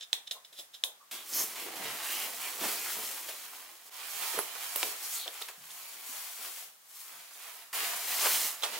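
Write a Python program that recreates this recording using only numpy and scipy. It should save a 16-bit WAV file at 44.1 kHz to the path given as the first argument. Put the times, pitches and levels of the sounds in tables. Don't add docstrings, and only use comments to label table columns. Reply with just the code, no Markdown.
import sys
import numpy as np
from scipy import signal
from scipy.fft import rfft, irfft
from scipy.io import wavfile
from scipy.ndimage import map_coordinates

SR = 44100
rng = np.random.default_rng(int(sys.argv[2]) if len(sys.argv) > 2 else 0)


def log_audio(samples):
    frames = np.atleast_2d(samples).T
    limited = np.clip(frames, -1, 1)
    pcm = np.round(limited * 32767).astype(np.int16)
    wavfile.write(sys.argv[1], SR, pcm)


N = 387815
TIME = np.arange(N) / SR
PART_STARTS_S = (1.112, 3.902, 7.729)
PADDING_STIR_DB = (-15, -29, -24)
JACKET_ON = TIME >= PART_STARTS_S[0]

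# frequency in Hz, relative level in dB.
ROOM_TONE_EQ = [(25, -28), (80, -14), (160, -7.5), (350, -10), (600, -2), (1200, 1.5), (2500, -2),
                (6000, -2.5), (15500, -4.5)]
# frequency in Hz, seconds to fall 60 dB.
ECHO_DECAY = [(200, 0.4), (600, 0.42), (1500, 0.37), (4000, 0.23), (12000, 0.21)]
# frequency in Hz, share of power in the side signal from 0 to 1.
ECHO_WIDTH = [(100, 0.02), (400, 0.2), (1200, 0.25), (2200, 0.61), (12000, 0.66)]
# frequency in Hz, bandwidth in Hz, gain in dB.
ROOM_NOTES = [(124, 14, -11), (199, 16, -11), (443, 25, -12), (672, 22, -12), (1137, 30, -11)]
# peak time in seconds, level in dB, decay in seconds, pitch in Hz.
SOFT_BUMPS = [(.312, -61, .064, 640), (.355, -57, .03, 680), (.528, -63, .012, 480), (.59, -54, 0.021, 503),
              (.84, -59, .067, 520), (1.85, -59, .06, 150), (2.615, -44, 0.037, 270),
              (2.64, -40.5, 0.022, 650), (4.344, -47, .028, 420), (4.38, -35, .016, 420),
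              (4.389, -32, .009, 1120), (4.76, -45, .012, 480), (4.831, -45.5, 0.055, 430),
              (4.835, -70, .055, 109), (5.261, -48.5, .037, 550), (5.58, -65.5, 0.084, 170),
              (6.09, -66, .04, 260), (7.13, -74, 0.065, 190), (8.64, -50, .04, 520)]
# peak time in seconds, level in dB, decay in seconds, pitch in Hz.
PAW_SQUEAKS = [(.365, -56, .025, 1030), (1.015, -57, .025, 1120)]
# start in seconds, strength in dB, treble cutoff in Hz.
WOOD_KNOCKS = [(4.3903, -7, 900), (4.83, -4, 5500), (4.8338, -9.5, 2300), (7.832, -14, 9000),
               (8.2585, -10, 7000), (8.27, -10, 2500)]
# frequency in Hz, relative level in dB.
WOOD_EQ = [(60, -42), (200, -19), (450, -1), (800, -1), (1400, -4), (2500, 5), (4000, -1), (6500, -2),
           (15000, -5)]
# peak time in seconds, level in dB, attack and decay in
# seconds, share that is one clean blow from 0 to 1, relative scrape level in dB, left minus right in dB.
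HARD_TICKS = [(.009, -37, .0005, 0.0035, .4, -21, 1), (.029, -39.5, 0.011, .0086, 0, -20, 2),
              (.1304, -15.3, .0007, .0013, .85, -13.5, -1), (.277, -37.5, .0036, 0.0034, 0, -22, 1),
              (.311, -30, .0005, 0.0091, .3, -10, 2), (.448, -47, .002, 0.009, .1, -13, 4),
              (.528, -54, .001, .012, 0, -2, 1), (.594, -43, .017, .012, 0, -3.5, 2),
              (.743, -44.5, 0.005, 0.015, 0, -10, 1), (0.8377, -15.7, 0.00018, .0018, .85, -9.5, 2.5),
              (5.2789, -27.5, .0009, .0012, .8, -22, -2.5), (5.423, -31, 0.0022, .0015, .5, -17, 2),
              (5.707, -44, .003, .003, 0, -10, 2), (8.624, -36, .001, .003, .3, -5, -2),
              (8.636, -28, 0.0022, .0079, 0, -10, -4)]
# frequency in Hz, bandwidth in Hz, relative level in dB.
TICK_RING = [(600, 400, -21), (1100, 500, -24), (1900, 800, -15), (3600, 950, 0), (4980, 1100, -8),
             (6880, 600, -11.5), (8550, 800, -18)]
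# frequency in Hz, relative level in dB.
NYLON_EQ = [(300, -29.5), (1200, -7.5), (3000, -3.5), (5000, -1), (7000, 1), (10000, 1), (15500, 1.5)]
FOLDS_EQ = [(100, -41), (300, -15.5), (500, -8), (720, 1), (1100, -0.5), (1600, 1), (3000, 1), (5000, -5),
            (12000, -37)]
PADDING_EQ = [(25, -50), (60, -54), (110, -23), (200, -6.5), (290, 1.5), (450, 2.5), (900, -4),
              (3000, -23.5)]
CREASE_CROSSOVERS = (500, 1000, 1800, 3000, 5000, 8500)
# peak time in seconds, level in dB, attack and decay in seconds,
# relative level of the air slap in dB.
FOLD_SNAPS = [(1.113, -40, .0011, 0.036, -17), (1.684, -48, .0008, .0046, 9),
              (1.76, -40.5, .0024, 0.022, -12), (2.645, -34, 0.036, 0.028, -5),
              (3.29, -37.5, 0.0081, 0.03, -8.5), (4.227, -35.5, .012, 0.031, -9),
              (4.38, -39, 0.018, 0.022, -6), (4.553, -41.5, .0012, .0092, 0),
              (4.761, -25, 0.0013, .0012, -7), (4.831, -29, 0.0006, .008, -10),
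              (5.281, -52, 0.0018, 0.0056, 10), (5.42, -35, .0058, .002, -5.5),
              (5.485, -40.5, .0004, 0.017, -5), (8.263, -27, .024, 0.018, -3),
              (8.637, -30, 0.0062, 0.028, -5), (8.736, -40, 0.00084, .04, -7)]
# midpoint in seconds, half length in seconds,
# pitch in Hz, glide in octaves per second, level in dB.
WEAVE_SWISHES = [(1.16, 0.07, 3300, 0, -51), (1.342, .013, 5760, 1, -37.5), (1.395, .04, 6100, 1.5, -37),
                 (1.392, 0.05, 13000, 0, -35), (1.615, 0.05, 2704, 2, -51.5), (1.85, .06, 2100, 4, -52),
                 (2.17, 0.09, 2800, 0, -44.5), (2.45, 0.036, 2634, -5.5, -44.5), (2.76, .03, 5000, -2, -44),
                 (2.83, .05, 2500, -3, -48), (2.88, 0.031, 1534, -1.5, -46), (4.39, .002, 11000, 0, -27),
                 (4.761, .002, 13000, 0, -24), (5.15, 0.023, 7570, -0.5, -40),
                 (5.21, 0.051, 3890, -1.5, -44), (7.8, .055, 2700, 0, -43), (8.25, 0.1, 5220, 0, -47)]
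# peak time in seconds, length in seconds, level in dB.
PADDING_PUFFS = [(1.13, .04, -55), (1.41, .09, -47), (1.66, 0.095, -45.5), (1.81, 0.12, -42),
                 (2.64, .04, -42), (3.25, 0.077, -54), (5.95, .16, -62), (6.45, .08, -58.5),
                 (8.754, 0.045, -47)]
# fastest moment in seconds, length in seconds, rubbing level in dB, relative level of the
# folds in dB, share heard by way of the walls from 0 to 1.
CLOTH_STROKES = [ (1.121, 0.11, -42, -5, 0.43), (1.395, .115, -35.3, -13, 0.12),
                 (1.603, 0.11, -42.5, -2, 0.36), (1.852, 0.22, -42, 1.5, 0.46), (2.09, 0.15, -39, -3, .22),
                 (2.22, 0.13, -38.5, -3.5, 0.26), (2.35, .05, -45, -8, .3),
                 (2.454, 0.12, -39.7, -1.5, 0.32), (2.691, .12, -36.5, -5.5, .32),
                 (2.96, 0.39, -38.5, -5.5, 0.29), (3.46, .4, -46.5, -2, 0.47),
                 (3.89, 0.096, -50.5, -7, 0.4), (4.02, 0.2, -49, 1, 0.5), (4.27, .3, -38.5, -3, 0.59),
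                 (4.62, .15, -43, 0, 0.56), (4.82, .16, -37.5, -5, 0.58), (5.05, 0.086, -39.5, -9.5, 0.56),
                 (5.155, 0.094, -38, -16, 0.3), (5.362, .19, -45.5, 0.5, 0.52),
                 (5.815, .28, -45, -3.5, 0.57), (6.166, 0.22, -41.3, -7.5, 0.5),
                 (6.44, 0.15, -41.5, -7.5, 0.5), (6.59, .1, -44, -8, .5), (7.0, .13, -45, -15, 0.51),
                 (7.142, 0.15, -48.5, -2, .54), (7.467, 0.25, -46.3, -2, .53), (7.607, 0.054, -51, -3, 0.4),
                 (7.775, .34, -36.5, -1.3, 0.51), (8.2, 0.22, -34.5, -5, 0.33),
                 (8.335, .11, -32.5, -10.5, 0.06), (8.441, 0.097, -35, -10.5, 0.17),
                 (8.742, 0.22, -43, 1, 0.64)]
# time in seconds, left minus right in dB.
WEARER_PAN = [(1.2, -1), (2.6, -1.5), (3.0, 0), (3.8, -1.2), (4.05, -3.7), (4.8, -2.2), (5.1, .2),
              (5.7, -.5), (6.2, 1.3), (7.0, 1.4), (7.45, -2.5), (8.1, .7), (8.7, -3)]


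def undb(db):
    return 10 ** (np.asarray(db) / 20)


def unit(x):
    return x / np.sqrt(np.mean(x ** 2))


def on_log_axis(hz, points):
    f, value = np.transpose(points)
    return np.interp(np.log(np.maximum(hz, 1)), np.log(f), value)


def rolloff(x, hz, kind, order):
    return signal.sosfilt(signal.butter(order, hz, kind, fs=SR, output="sos"), x)


def colour(x, eq, size=2048):
    gain = unit(undb(on_log_axis(np.linspace(0, SR / 2, size // 2 + 1), eq)))
    cepstrum = irfft(np.log(gain))
    cepstrum[1:size // 2] *= 2
    cepstrum[size // 2 + 1:] = 0
    return signal.oaconvolve(x, irfft(np.exp(rfft(cepstrum))))[:len(x)]


def resonate(x, hz, width_hz):
    return signal.lfilter(*signal.iirpeak(hz, hz / width_hz, fs=SR), x)


def resonate_twice(x, hz, width_hz):
    return resonate(resonate(x, hz, width_hz), hz, width_hz)


def wander(per_s):
    points = rng.standard_normal(4096)
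    return np.interp(TIME * per_s, np.arange(len(points)), points)


def burst(s, attack, decay):
    out = np.full(N, 1e-18)
    near = slice(*np.searchsorted(TIME, [s - 20 * attack, s + 20 * decay]))
    t = TIME[near] - s
    out[near] = np.exp(-np.abs(t) / np.where(t < 0, attack, decay))
    return out


def delay(x, lag_s):
    return map_coordinates(x, [np.arange(N) - lag_s * SR], order=3)


def room_tone(level_db=-63):
    mid, side = (colour(rng.standard_normal(N), ROOM_TONE_EQ) for _ in range(2))
    side = rolloff(side, 400, "high", order=1)
    return undb(level_db) * np.array([mid + side, mid - side])


def standing_waves(x):
    return x + sum(undb(db) * resonate(x, hz, width) for hz, width, db in ROOM_NOTES)


def wall_echo(x, size=16384):
    t, hz = TIME[:size], np.linspace(0, SR / 2, size // 2 + 1)
    noise, tail = rfft(rng.standard_normal((2, size))), 0
    onset = np.clip(t / .002 - .5, 0, 1)
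    for k, (_, t60) in enumerate(ECHO_DECAY):
        band = on_log_axis(hz, [(f, j == k) for j, (f, _) in enumerate(ECHO_DECAY)])
        fade = np.exp(-np.log(1000) * t / t60) * onset
        tail = tail + irfft(noise * band) * fade / np.linalg.norm(fade)
    width = on_log_axis(hz, ECHO_WIDTH)
    mid, side = irfft(rfft(tail) * np.sqrt([1 - width, width]))
    return np.array([signal.oaconvolve(x, h)[:N] for h in (mid + side, mid - side)])


def moving_echo(x, turns_per_s):
    angle = 2 * np.pi * turns_per_s * TIME + wander(3)
    weights = np.cos(angle), np.sin(angle), np.cos(angle * np.sqrt(3)), np.sin(angle * np.sqrt(3))
    return sum(wall_echo(x * w) for w in weights) / np.sqrt(2)


def floor_bounce(x, lag_s=.00094, bounce_db=-14):
    bounce = delay(x, lag_s * (1 + .078 * wander(3)))
    return (x + undb(bounce_db) * bounce) / np.hypot(1, undb(bounce_db))


def place(x, pan_db, lag_s_per_db=1.2e-5, scatter_db=-6.5):
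    sides_db = pan_db / 2, -pan_db / 2
    panned = np.array([delay(x, -lag_s_per_db * db) * undb(db) for db in sides_db])
    scatter = rng.standard_normal(512) * np.exp(-TIME[:512] / .0015)
    scatter = rolloff(scatter / np.linalg.norm(scatter), 1200, "high", order=1)
    return panned + undb(scatter_db) * signal.oaconvolve(x, scatter)[:N] * np.array([[1], [-1]])


def paw_squeaks():
    out = 0
    for s, db, decay, hz in PAW_SQUEAKS:
        squeak = unit(resonate_twice(rng.standard_normal(N), hz, hz * .15))
        out += squeak * undb(db) * burst(s, .008, decay)
    return out


def soft_bumps():
    out = 0
    for s, db, decay, hz in SOFT_BUMPS:
        boards = unit(resonate_twice(rng.standard_normal(SR), hz, hz * .6))
        out += np.resize(boards, N) * undb(db) * burst(s, .0026, decay)
    return out


def wood_knocks():
    out = np.zeros(N)
    for s, db, cutoff_hz in WOOD_KNOCKS:
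        push = rolloff(signal.unit_impulse(2048), cutoff_hz, "low", order=2)
        knock, start = colour(push, WOOD_EQ), int(s * SR)
        out[start:start + len(knock)] += undb(db) * knock / np.linalg.norm(knock)
    return out


def hard_ticks():
    blow, skid, scrape_level = np.zeros((3, N))
    for s, db, attack, decay, clean, scrape_db, _ in HARD_TICKS:
        touch = undb(db) * burst(s, attack, decay)
        blow[int(s * SR)] = np.sqrt(clean * np.sum(touch ** 2))
        skid += np.sqrt(1 - clean) * touch
        scrape_level += undb(scrape_db) * touch
    contact = blow + skid * np.sign(rng.standard_normal(N))
    tap = signal.unit_impulse(1024)
    body = sum(undb(db) * resonate_twice(tap, hz, width) for hz, width, db in TICK_RING)
    ring = signal.oaconvolve(contact, body / np.linalg.norm(body))[:N]
    scrape_eq = [(500, -5), (1200, -7), (2500, -1.5), (6000, 0), (9000, 4), (15000, 1)]
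    scrape = colour(scrape_level * rng.standard_normal(N), scrape_eq)
    return ring, rolloff(scrape, 600, "high", order=3)


def fold_snaps():
    crack, slap = np.zeros((2, N))
    for s, db, attack, decay, slap_db in FOLD_SNAPS:
        envelope = undb(db) * burst(s, attack, decay)
        crack += envelope
        slap += undb(slap_db) * envelope
    bright = [(200, -46), (900, -12), (2500, -.5), (6000, -5), (15000, -6)]
    soft = [(30, -59), (100, -22), (220, -13.5), (420, 7), (750, 10), (1400, 8.5), (4000, -7),
            (12000, -57)]
    return colour(crack * rng.standard_normal(N), bright) + colour(slap * rng.standard_normal(N), soft)


def weave_swishes(pitch_spread=.15):
    out = np.zeros(N)
    for s, half, hz, glide, db in WEAVE_SWISHES:
        near = slice(*np.searchsorted(TIME, [s - 2 * half, s + 2 * half]))
        t = TIME[near] - s
        thread_hz = hz * 2 ** (glide * t)
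        tone = np.sqrt(2) * np.cos(2 * np.pi * np.cumsum(thread_hz) / SR)
        roughness = unit(rolloff(rng.standard_normal(SR), hz * pitch_spread, "low", order=2))[:len(t)]
        envelope = undb(db) * np.exp(-(t / half) ** 8 / 2)
        out[near] += envelope * roughness * tone
    return out * JACKET_ON


def swell(t, s, length, taper=1.545):
    return (1 + ((t - s) / length) ** 2) ** -taper


def movement():
    t = TIME[::32]
    part = np.searchsorted(PART_STARTS_S, t)
    power = np.array([(undb(db) * swell(t, s, length)) ** 2 * (part == np.searchsorted(PART_STARTS_S, s))
                      for s, length, db, _, _ in CLOTH_STROKES])
    rubbing = power.sum(axis=0) + 1e-12
    *_, folds_db, wall_share = np.transpose(CLOTH_STROKES)
    folds = undb(folds_db) ** 2 @ power / rubbing
    puffs = sum((undb(db) * swell(t, s, length)) ** 2 for s, length, db in PADDING_PUFFS) * (part > 0)
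    padding = undb(PADDING_STIR_DB)[np.maximum(part - 1, 0)] ** 2 + puffs / rubbing
    levels_db = 10 * np.log10(np.array([rubbing, folds, padding]) + 1e-12)
    return [np.interp(TIME, t, curve) for curve in (*levels_db, wall_share @ power / rubbing)]


def slips(per_s, pace, spread_db):
    happens = rng.random(N) < pace * per_s / SR
    size_db = spread_db * np.clip(rng.standard_normal(N), -2, 2)
    return happens * unit(rng.standard_normal(N) * undb(size_db)) * np.sqrt(SR / per_s)


def creases(x, depth_db, per_s):
    out, below = 0, 0
    for hz in CREASE_CROSSOVERS:
        low = signal.sosfiltfilt(signal.butter(2, hz, fs=SR, output="sos"), x)
        out += (low - below) * undb(depth_db * wander(per_s))
        below = low
    return out + x - below


def jacket_rustle(rub_db, folds_db, padding_db):
    pace = undb(.7 * (rub_db + 42))
    friction = slips(12000, pace, spread_db=0)
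    crinkles = undb(-12) * slips(120, pace, spread_db=.5)
    hiss = colour(friction + crinkles, NYLON_EQ) * undb(1.7 + .78 * wander(60))
    folds = colour(slips(3000, pace, spread_db=1), FOLDS_EQ) * undb(folds_db - 1.7 + 1.4 * wander(45))
    padding = colour(slips(1200, pace, spread_db=4), PADDING_EQ)
    padding *= undb(padding_db - 3.5 + 1.5 * wander(30))
    return creases(hiss + folds + padding, depth_db=1.23, per_s=14) * undb(rub_db) * JACKET_ON


def scene():
    rub_db, folds_db, padding_db, wall_share = movement()
    pan_db = np.interp(TIME, *np.transpose(WEARER_PAN)) * JACKET_ON
    tick_s, *_, tick_pan_db = np.transpose(HARD_TICKS)
    cloth = jacket_rustle(rub_db, folds_db, padding_db) + weave_swishes()
    hits = fold_snaps() + wood_knocks()
    ring, scrape = hard_ticks()
    feet = soft_bumps() + paw_squeaks()
    direct = np.sqrt(1 - wall_share) * floor_bounce(cloth) + feet
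    sharp = place(ring + scrape, np.interp(TIME, tick_s, tick_pan_db)) + place(hits, pan_db)
    echo_send = (np.sqrt(wall_share) * cloth + undb(-10.5) * hits + undb(-7.5) * ring
                 + undb(4) * scrape + undb(-11.5) * feet)
    echo = moving_echo(echo_send, turns_per_s=2.5)
    panned = (direct + echo) * undb(np.array([pan_db, -pan_db]) / 2)
    dip = 1 - 1.1 * burst(3.9, attack=.002, decay=.009)
    return standing_waves(panned + sharp) * dip + room_tone()


def record(dry):
    thin = rolloff(dry, 70, "high", order=1)
    return signal.sosfilt(signal.ellip(12, .1, 80, 15800, fs=SR, output="sos"), thin)


dry = scene()
out = record(dry)
log_audio(out)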